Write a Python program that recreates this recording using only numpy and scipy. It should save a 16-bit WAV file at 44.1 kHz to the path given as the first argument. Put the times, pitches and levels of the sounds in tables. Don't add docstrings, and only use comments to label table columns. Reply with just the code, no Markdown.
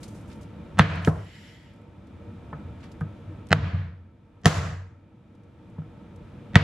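import sys
import numpy as np
from scipy import signal
from scipy.fft import rfft, irfft, next_fast_len
from scipy.io import wavfile
from scipy.ndimage import uniform_filter1d, map_coordinates

SR = 44100
rng = np.random.default_rng(int(sys.argv[2]) if len(sys.argv) > 2 else 0)


def file_out(sig):
    cols = np.atleast_2d(sig).T
    lim = np.clip(cols, -1, 1)
    pcm = np.round(lim * 32767).astype(np.int16)
    wavfile.write(sys.argv[1], SR, pcm)


N = 292383

# (frequency [Hz], relative level [dB per Hz])
AIR_COLOUR = [(12, -15), (25, -4), (60, 0.5), (92, -0.5), (205, -4), (330, -9.5), (409, -17.5),
              (600, -18.5), (818, -22.5), (1680, -29), (2400, -33.5), (3600, -35.5), (4300, -43.5),
              (7500, -50), (12000, -56.5), (15000, -72.5)]
# (centre [Hz], width [Hz], relative level [dB])
FREEZER_LINES = [(97, 40, 0), (200, 30, -4), (315, 35, -8), (474, 32, -10), (580, 40, -15), (904, 70, -18),
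                 (1310, 70, -20), (2370, 260, -31)]
# (time [s], level change [dB])
BACKGROUND_DRIFT = [(0.01, 0.1), (1.0, 0.6), (1.3, 3), (2.3, 2.8), (2.8, 0.7), (3.3, -1), (4.1, -3.5),
                    (5.2, -2), (6.6, -1)]
# (frequency [Hz], correlation [-1 to 1])
AIR_LIKENESS = [(60, 0.98), (180, 0.99), (550, 0.79), (1650, 0.77), (4970, 0.46), (15000, 0.18)]
# (frequency [Hz], correlation [-1 to 1])
ECHO_LIKENESS = [(60, 0.97), (180, 0.78), (550, 0.52), (1650, 0.55), (4970, 0.44), (15000, 0.17)]

# (time [s], level before the envelope [dB], centre [Hz], t60 [s])
TOUCHES = [(.002, -62, 7000, .3), (.029, -44, 5200, 0.12), (.031, -48, 1900, .05), (.079, -52, 5950, 0.1),
           (.1, -63, 7000, .6), (.143, -59.5, 6000, 0.37), (.21, -61, 8000, .05), (.258, -66, 7000, .04),
           (.27, -64, 7000, .6), (.299, -54, 2300, .1), (.314, -52, 2100, .1), (.327, -57, 4000, .1),
           (.357, -63, 9000, .04), (.41, -58, 6000, .14), (.43, -55.5, 4000, .055),
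           (.956, -39, 5560, 0.031), (1.02, -52, 8000, .2), (1.05, -38, 6500, 0.4), (1.082, -37, 5000, .35),
           (1.245, -52, 7500, 0.05), (1.735, -60, 8000, 0.05), (1.76, -62, 7000, 0.04),
           (1.815, -65, 8000, 0.04), (2.07, -61, 5040, .061), (2.803, -58.5, 2480, 0.16),
           (2.828, -48, 1500, .2), (2.838, -57, 3800, .1), (2.916, -53.5, 4750, .06),
           (3.006, -58, 6100, 0.054), (3.469, -53, 4460, .023), (3.488, -45, 3500, .007),
           (3.4935, -49, 6100, .005), (3.535, -48, 8000, .15), (4.415, -62, 5000, .03),
           (5.35, -63, 5000, .04), (5.434, -60, 3500, .04), (5.7, -66, 9000, .03), (6.16, -59, 6900, 0.031),
           (6.564, -36, 6000, .05)]
TOUCH_OCTAVES, TOUCH_RISE = 1.2, 0.012

# (time [s], crack level [dB], crack pitch [ratio], bone share [0-1],
#   contact cut-off [Hz], board knock level [dB], knock dullness [dB per octave], counter thump level [dB],
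#   thump dullness [dB per octave], counter ring level [dB], room echo level [dB], echo bone share [0-1],
#   echo cut-off [Hz], tail length [ratio], nearest fore-echo against the blow [dB])
BLOWS = [(.789, -10.5, 1.08, 0.8, 12000, -36, 0.1, -23, .1, -20, -31, .77, 10000, 0.9, -33),
         (.794, 3.5, .96, .2, 6500, -14, 0.1, -1, .1, -2.5, -8.5, .15, 8000, 0.96, -25),
         (1.048, -11, 1.9, .3, 9000, -38, 3, -22, .1, -40, -32, .6, 12000, 0.6, -50),
         (1.0741, -6, 1.0, 0.7, 2000, -1, 2.5, 3, .1, -2, -9.5, .7, 800, 0.5, -46),
         (2.529, -25, .7, .1, 1150, -29, -4, -24, .1, -37, -43, .3, 1500, 0.52, -38),
         (3.01, -27, 0.75, 0.1, 1500, -33, -6, -17, 4, -32, -46, .25, 1600, 0.45, -40.5),
         (3.507, -32, 1.0, .1, 3000, -35, .1, -12, .1, -30, -42, .3, 3000, .5, -40),
         (3.528, 2.5, 1.0, .15, 13000, -17, -1, -10, .1, -10, -22, .6, 4200, 0.95, -15),
         (4.4571, 8, 1.02, 0.95, 15100, -2.5, 0.1, 5, .1, -1, -2.5, .9, 15000, 0.77, -28),
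         (5.782, -34, .3, 0.7, 900, -43, 0.1, -18.5, .1, -38, -56, .7, 900, 0.3, -39),
         (5.818, -42, .85, .1, 1400, -52, -3, -38, .1, -56, -63, .35, 1700, 0.3, -38),
         (6.556, 1.84, 1.15, .2, 9000, -10, -1, 3.5, .1, -2, -8, .3, 6000, 0.98, -29)]
# (time [s], thump level [dB], rattle into the room [dB])
BOUNCES = [(1.002, -20.5, -35), (2.64, -36, -58), (3.265, -37, -58), (3.62, -15, -23), (3.734, -11, -29),
           (4.568, -8, -21), (4.658, -18, -36)]
# (frequency [Hz], relative level [dB per Hz])
FLESH_COLOUR = [(180, -19), (300, -11.5), (1000, -2.5), (1700, 3), (2400, -5.5), (3200, -8), (4200, -13.5),
                (5500, -24), (8000, -32), (12000, -38), (16000, -66)]
# (frequency [Hz], relative level [dB per Hz])
BONE_COLOUR = [(180, -22), (300, -8), (1300, 1.5), (1900, -2), (2350, -11), (3000, -7), (5000, -10.5),
               (7300, -10), (8600, -25), (10500, -17), (13000, -26), (16000, -70.5)]
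# (centre [Hz], width [Hz], boost [dB])
BLADE_RESONANCES = [(700, 200, 5), (1300, 250, 3), (1780, 350, 6), (2950, 400, 4), (3900, 400, 3),
                    (6150, 600, 4), (7300, 600, 3), (8700, 900, 4), (10400, 900, 4)]
# (frequency [Hz], relative level [dB], t60 [s])
BOARD_MODES = [(295, -4.5, .07), (458, -5, .1), (540, -5.5, 0.03), (680, -9, 0.07), (880, -11, 0.04),
               (1260, -8.5, 0.08), (1520, -13, 0.06), (1700, -15, 0.05)]
# (frequency [Hz], relative level [dB], t60 [s])
SLAB_MODES = [(102, -9.5, 0.32), (154, -0.5, 0.18), (125, -11, .05), (197, -23, 0.062)]
# (frequency [Hz], relative level [dB], t60 before the tail ratio [s])
COUNTER_MODES = [(92, -.5, 0.76), (108, -2.5, 0.33), (152, 1.5, .5), (172, -9, 0.8), (205, -8, 0.35),
                 (290.4, -13, 0.55), (460, -17, 0.65), (670, -21, 0.35)]
# (frequency [Hz], relative echo level [dB], t60 before the tail ratio [s])
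WALLS = [(198, 3, .7), (300, 7, .65), (390, 5, .65), (465, 9, .65), (560, 6.5, .63), (680, 9, .64),
         (800, 1, .65), (1000, 2.5, .66), (1400, 0.1, .68), (1900, -0.6, .68), (2400, 3.5, .62),
         (3300, .5, .57), (4600, .3, 0.62), (8000, 0.6, 0.6), (14000, -3, .45)]
# (frequency [Hz], phase [rad])
PORT_LEAD = [(0, -.1), (4570, -1), (8350, -.9), (12000, -1.4), (16000, -1.4)]
# (frequency [Hz], level difference [dB])
PORT_TILT = [(60, 0), (150, .3), (380, -1), (950, -.6), (2380, -1), (5980, -1.5), (9000, 1.5), (15000, 1)]
CRACK_S, CRACK_S_PER_DB = .0048, -.00022
SPLINTER_DB, SPLINTER_S = -17, .016
THUMP_DELAY_S = .004
FORE_GAP_S, FORE_TOP_HZ = .01067, 8300
FORE_STEP_DB, FORE_THUMP_DB, FORE_ROOM_DB = -12, 10, 3
ECHO_GRAIN_DB = 1.1
BOUNCE_SOFT_DB = 10.5
BOUNCE_BONE, BOUNCE_TOP_HZ = .17, 5000

# (time [s], level [dB])
SCRAPE_PUSH = [(1.07, -60), (1.15, -49), (1.23, -45.5), (1.32, -45), (1.42, -43), (1.5, -44), (1.6, -48),
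               (1.7, -52), (1.8, -58), (1.9, -72)]
# (frequency [Hz], relative level [dB per Hz])
SCRAPE_COLOUR = [(880, -28), (1500, -11), (1940, -4.5), (2480, -11.5), (3000, -8), (4100, -16), (5610, -17),
                 (6170, -25), (7530, -18), (8280, -34), (9190, -27), (12600, -31.5), (14100, -40),
                 (14500, -62)]
SCRAPE_HZ, SCRAPE_RISE_HZ_PER_S = 1820, 500
SCRAPE_TOP_DB, SCRAPE_BRIGHTENS = -42, 0.22
SCRAPE_UNEVEN_DB = .8


def amp(db):
    return 10 ** (np.asarray(db) / 20)


def unit(x):
    return x / np.sqrt(np.mean(x ** 2) + 1e-20)


def along(points, hz, axis=1):
    rows = np.array(points)
    return np.interp(np.log(hz + 1), np.log(rows[:, 0] + 1), rows[:, axis])


def resonance(hz, centre, width):
    return width * width / (4 * (hz - centre) ** 2 + width * width)


def filtered(x, response):
    m = next_fast_len(x.shape[-1] + 8192)
    spectrum = rfft(x, m) * response(np.fft.rfftfreq(m, 1 / SR))
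    return irfft(spectrum, m)[..., :x.shape[-1]]


def pair(size, gain, likeness):
    def mid_and_side(hz):
        turn = np.arccos(np.clip(along(likeness, hz), -1, 1)) / 2
        return gain(hz) * [np.cos(turn), np.sin(turn)]

    mid, side = filtered(rng.standard_normal((2, size)), mid_and_side)
    return unit(np.array([mid + side, mid - side]))


def wobble(rate):
    knots = rng.standard_normal(int(N * rate / SR) + 4)
    return map_coordinates(knots, [np.arange(N) * rate / SR])


def grain(shape, bands, frames):
    smooth = uniform_filter1d(rng.standard_normal(shape), size=bands, axis=0)
    return unit(uniform_filter1d(smooth, size=frames, axis=1))


def add(out, s, x):
    at = int(round(s * SR))
    out[:, at:at + x.shape[-1]] += x[..., :out.shape[-1] - at]


def kitchen():
    def lines(hz):
        return sum(amp(db) * resonance(hz, centre, width) for centre, width, db in FREEZER_LINES)

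    air = amp(-42.5 + 0.49 * wobble(7.3)) * pair(N, lambda hz: amp(along(AIR_COLOUR, hz)), AIR_LIKENESS)
    flutter = amp(1.5 * wobble(14))
    freezer = amp(-45.0) * flutter * pair(N, lines, AIR_LIKENESS)
    drift_db = np.interp(np.arange(N) / SR, *np.transpose(BACKGROUND_DRIFT))
    return amp(drift_db) * (air + freezer)


def touches():
    out, t = np.zeros((2, N)), np.arange(SR // 4) / SR
    for s, db, centre, t60 in TOUCHES:
        def band(hz):
            octaves = np.log2((hz + 1) / centre)
            return amp(-6 * (octaves / TOUCH_OCTAVES) ** 2 - 12 * (hz / 14000) ** 6)

        envelope = amp(db - 60 * t / t60) * (1 - np.exp(-t / (TOUCH_RISE * t60)))
        add(out, s, envelope * pair(len(t), band, ECHO_LIKENESS))
    return out


def contact_colour(bone, top_hz, ratio=1):
    def db_at(hz):
        flesh_db = along(FLESH_COLOUR, hz / ratio)
        bone_db = along(BONE_COLOUR, hz / ratio)
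        return (1 - bone) * flesh_db + bone * bone_db - 10 * np.log10(1 + (hz / top_hz) ** 4)
    return db_at


def causal(db_at, size=2048):
    cepstrum = irfft(np.log(amp(db_at(np.fft.rfftfreq(size, 1 / SR))) + 1e-6))
    cepstrum[1:size // 2] *= 2
    cepstrum[size // 2 + 1:] = 0
    return irfft(np.exp(rfft(cepstrum)))[:size // 2]


def crack(db, colour, length):
    def steel(hz):
        return colour(hz) + sum(boost * resonance(hz, c, w) for c, w, boost in BLADE_RESONANCES)

    t = np.arange(SR // 20) / SR
    envelope = amp(-26 * t / length) + amp(SPLINTER_DB - 26 * t / SPLINTER_S)
    force = rng.standard_normal(len(t)) * envelope
    x = np.convolve(force, causal(steel))
    return amp(db) * x / np.abs(x).max()


def ring(modes, db, rise, wander=0, soft_db=0, length=1, pivot_hz=100):
    t = np.arange(SR) / SR
    walk = np.cumsum(rng.standard_normal((len(modes), SR)), axis=1)
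    drift = uniform_filter1d(walk, size=400) * wander / np.sqrt(SR)
    x = np.zeros(SR)
    for (hz, level, t60), phase in zip(modes, drift):
        level_db = level - soft_db * np.log2(hz / pivot_hz) - 60 * t / t60 / length
        x += amp(level_db) * np.sin(2 * np.pi * hz * t + phase)
    return amp(db) * x * (1 - np.exp(-t / rise))


def echo(db_at, build_up, length):
    noise = pair(SR, lambda hz: amp(db_at(hz) + along(WALLS, hz)), ECHO_LIKENESS)
    hz, t, z = signal.stft(noise, SR, nperseg=256)
    decay_db = 60 * t / length / along(WALLS, hz, axis=2)[:, None]
    grain_db = ECHO_GRAIN_DB * grain(z.shape[1:], bands=3, frames=3)
    tail = signal.istft(z * amp(grain_db - decay_db), SR, nperseg=256)[1][:, :SR]
    return tail * (1 - np.exp(-np.arange(SR) / SR / build_up))


def fore_echoes(near, far, s, fore_db, direct, room):
    dull = signal.sosfilt(signal.butter(6, FORE_TOP_HZ, fs=SR, output="sos"), direct)
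    for k in range(2):
        at, db = s - (k + 1) * FORE_GAP_S, fore_db + k * FORE_STEP_DB
        add(near, at, amp(db) * dull)
        add(far, at, amp(db + FORE_ROOM_DB) * room)


def from_board(near):
    side = np.array([[.5], [-.5]])

    def response(hz):
        lead = np.interp(hz, *np.transpose(PORT_LEAD))
        return amp(side * along(PORT_TILT, hz)) * np.exp(1j * side * lead)
    return filtered(near, response)


def cleaver():
    near, far = np.zeros((2, 2, N))
    for (s, crack_db, ratio, bone, top_hz, knock_db, soft_db, thump_db, thump_soft_db,
         ring_db, echo_db, echo_bone, echo_hz, tail, fore_db) in BLOWS:
        blow, thump = np.zeros((2, 1, SR))
        crack_s = CRACK_S + CRACK_S_PER_DB * crack_db
        add(blow, 0, crack(crack_db, contact_colour(bone, top_hz, ratio), crack_s))
        add(blow, 0, ring(BOARD_MODES, knock_db, rise=0.00079, wander=16, soft_db=soft_db, pivot_hz=600))
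        slab = ring(SLAB_MODES, thump_db, rise=0.002, soft_db=thump_soft_db, pivot_hz=125)
        add(thump, THUMP_DELAY_S, slab)
        add(near, s, blow + thump)
        room_colour = contact_colour(echo_bone, echo_hz, ratio ** 0.4)
        room = amp(echo_db) * echo(room_colour, build_up=0.014, length=tail)
        add(far, s + 0.0018, room)
        fore_echoes(near, far, s, fore_db, blow + amp(FORE_THUMP_DB) * thump, room)
        add(near, s + THUMP_DELAY_S, ring(COUNTER_MODES, ring_db, rise=0.02, wander=9.6, length=tail))
    for s, db, rattle_db in BOUNCES:
        add(near, s, ring(COUNTER_MODES, db, rise=0.0054, wander=5.6, soft_db=BOUNCE_SOFT_DB))
        rattle = echo(contact_colour(BOUNCE_BONE, BOUNCE_TOP_HZ), build_up=0.04, length=0.85)
        add(far, s, amp(rattle_db) * rattle)
    return far + from_board(near)


def scrape():
    s, push_db = np.transpose(SCRAPE_PUSH)
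    noise = pair(N, lambda f: amp(along(SCRAPE_COLOUR, f)), ECHO_LIKENESS)
    hz, t, z = signal.stft(noise, SR, nperseg=512)
    low_hz = SCRAPE_HZ + SCRAPE_RISE_HZ_PER_S * (t - s[0])
    bands = sum(np.exp(-((hz[:, None] - k * low_hz) / 150) ** 2) for k in (1, 1.55))
    patches = grain(z.shape[1:], bands=6, frames=8)
    level_db = np.interp(t, s, push_db, left=-140, right=-140)
    treble_db = SCRAPE_BRIGHTENS * (level_db - SCRAPE_TOP_DB) * np.log2(1 + hz[:, None] / 3000)
    shaped = z * amp(3.5 * bands + 0.9 * patches + level_db + treble_db)
    hiss = signal.istft(shaped, SR, nperseg=512)[1][:, :N]
    return hiss * amp(SCRAPE_UNEVEN_DB * wobble(25))


def scene():
    return kitchen() + touches() + cleaver() + scrape()


def gain_control(x, limit_db, attack, release, lag, calm_db, depth_db, knee_db, memory, size=64):
    step, smooth = size / SR, .008
    power = uniform_filter1d((x ** 2).mean(0), size)[::size]
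    power = signal.lfilter([step / smooth], [1, step / smooth - 1], power)
    level = 10 * np.log10(np.abs(power) + 1e-12)
    quick, loud, slow, gain = 0, 0, 0, []
    for db in level:
        want = min(0, limit_db - db - slow)
        quick += (want - quick) * min(1, step / (attack if want < quick else release))
        loud = max(loud * np.exp(-step / memory), db - calm_db)
        slow += (-depth_db * np.tanh(loud / knee_db) - slow) * step / 0.12
        gain.append(quick + slow)
    gain_at = np.arange(len(gain)) * size + lag * SR
    return x * amp(np.interp(np.arange(N), gain_at, gain))


def record(dry):
    x = gain_control(dry, limit_db=-22.5, attack=0.011, release=0.038, lag=0.0069,
                     calm_db=-23, depth_db=11, knee_db=5, memory=0.45)
    x = signal.sosfilt(signal.butter(2, 65, "high", fs=SR, output="sos"), x)
    x = x / (1 + np.abs(x) ** 6) ** (1 / 6)
    return filtered(x, lambda hz: hz < 16400)


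dry = scene()
out = record(dry)
file_out(out)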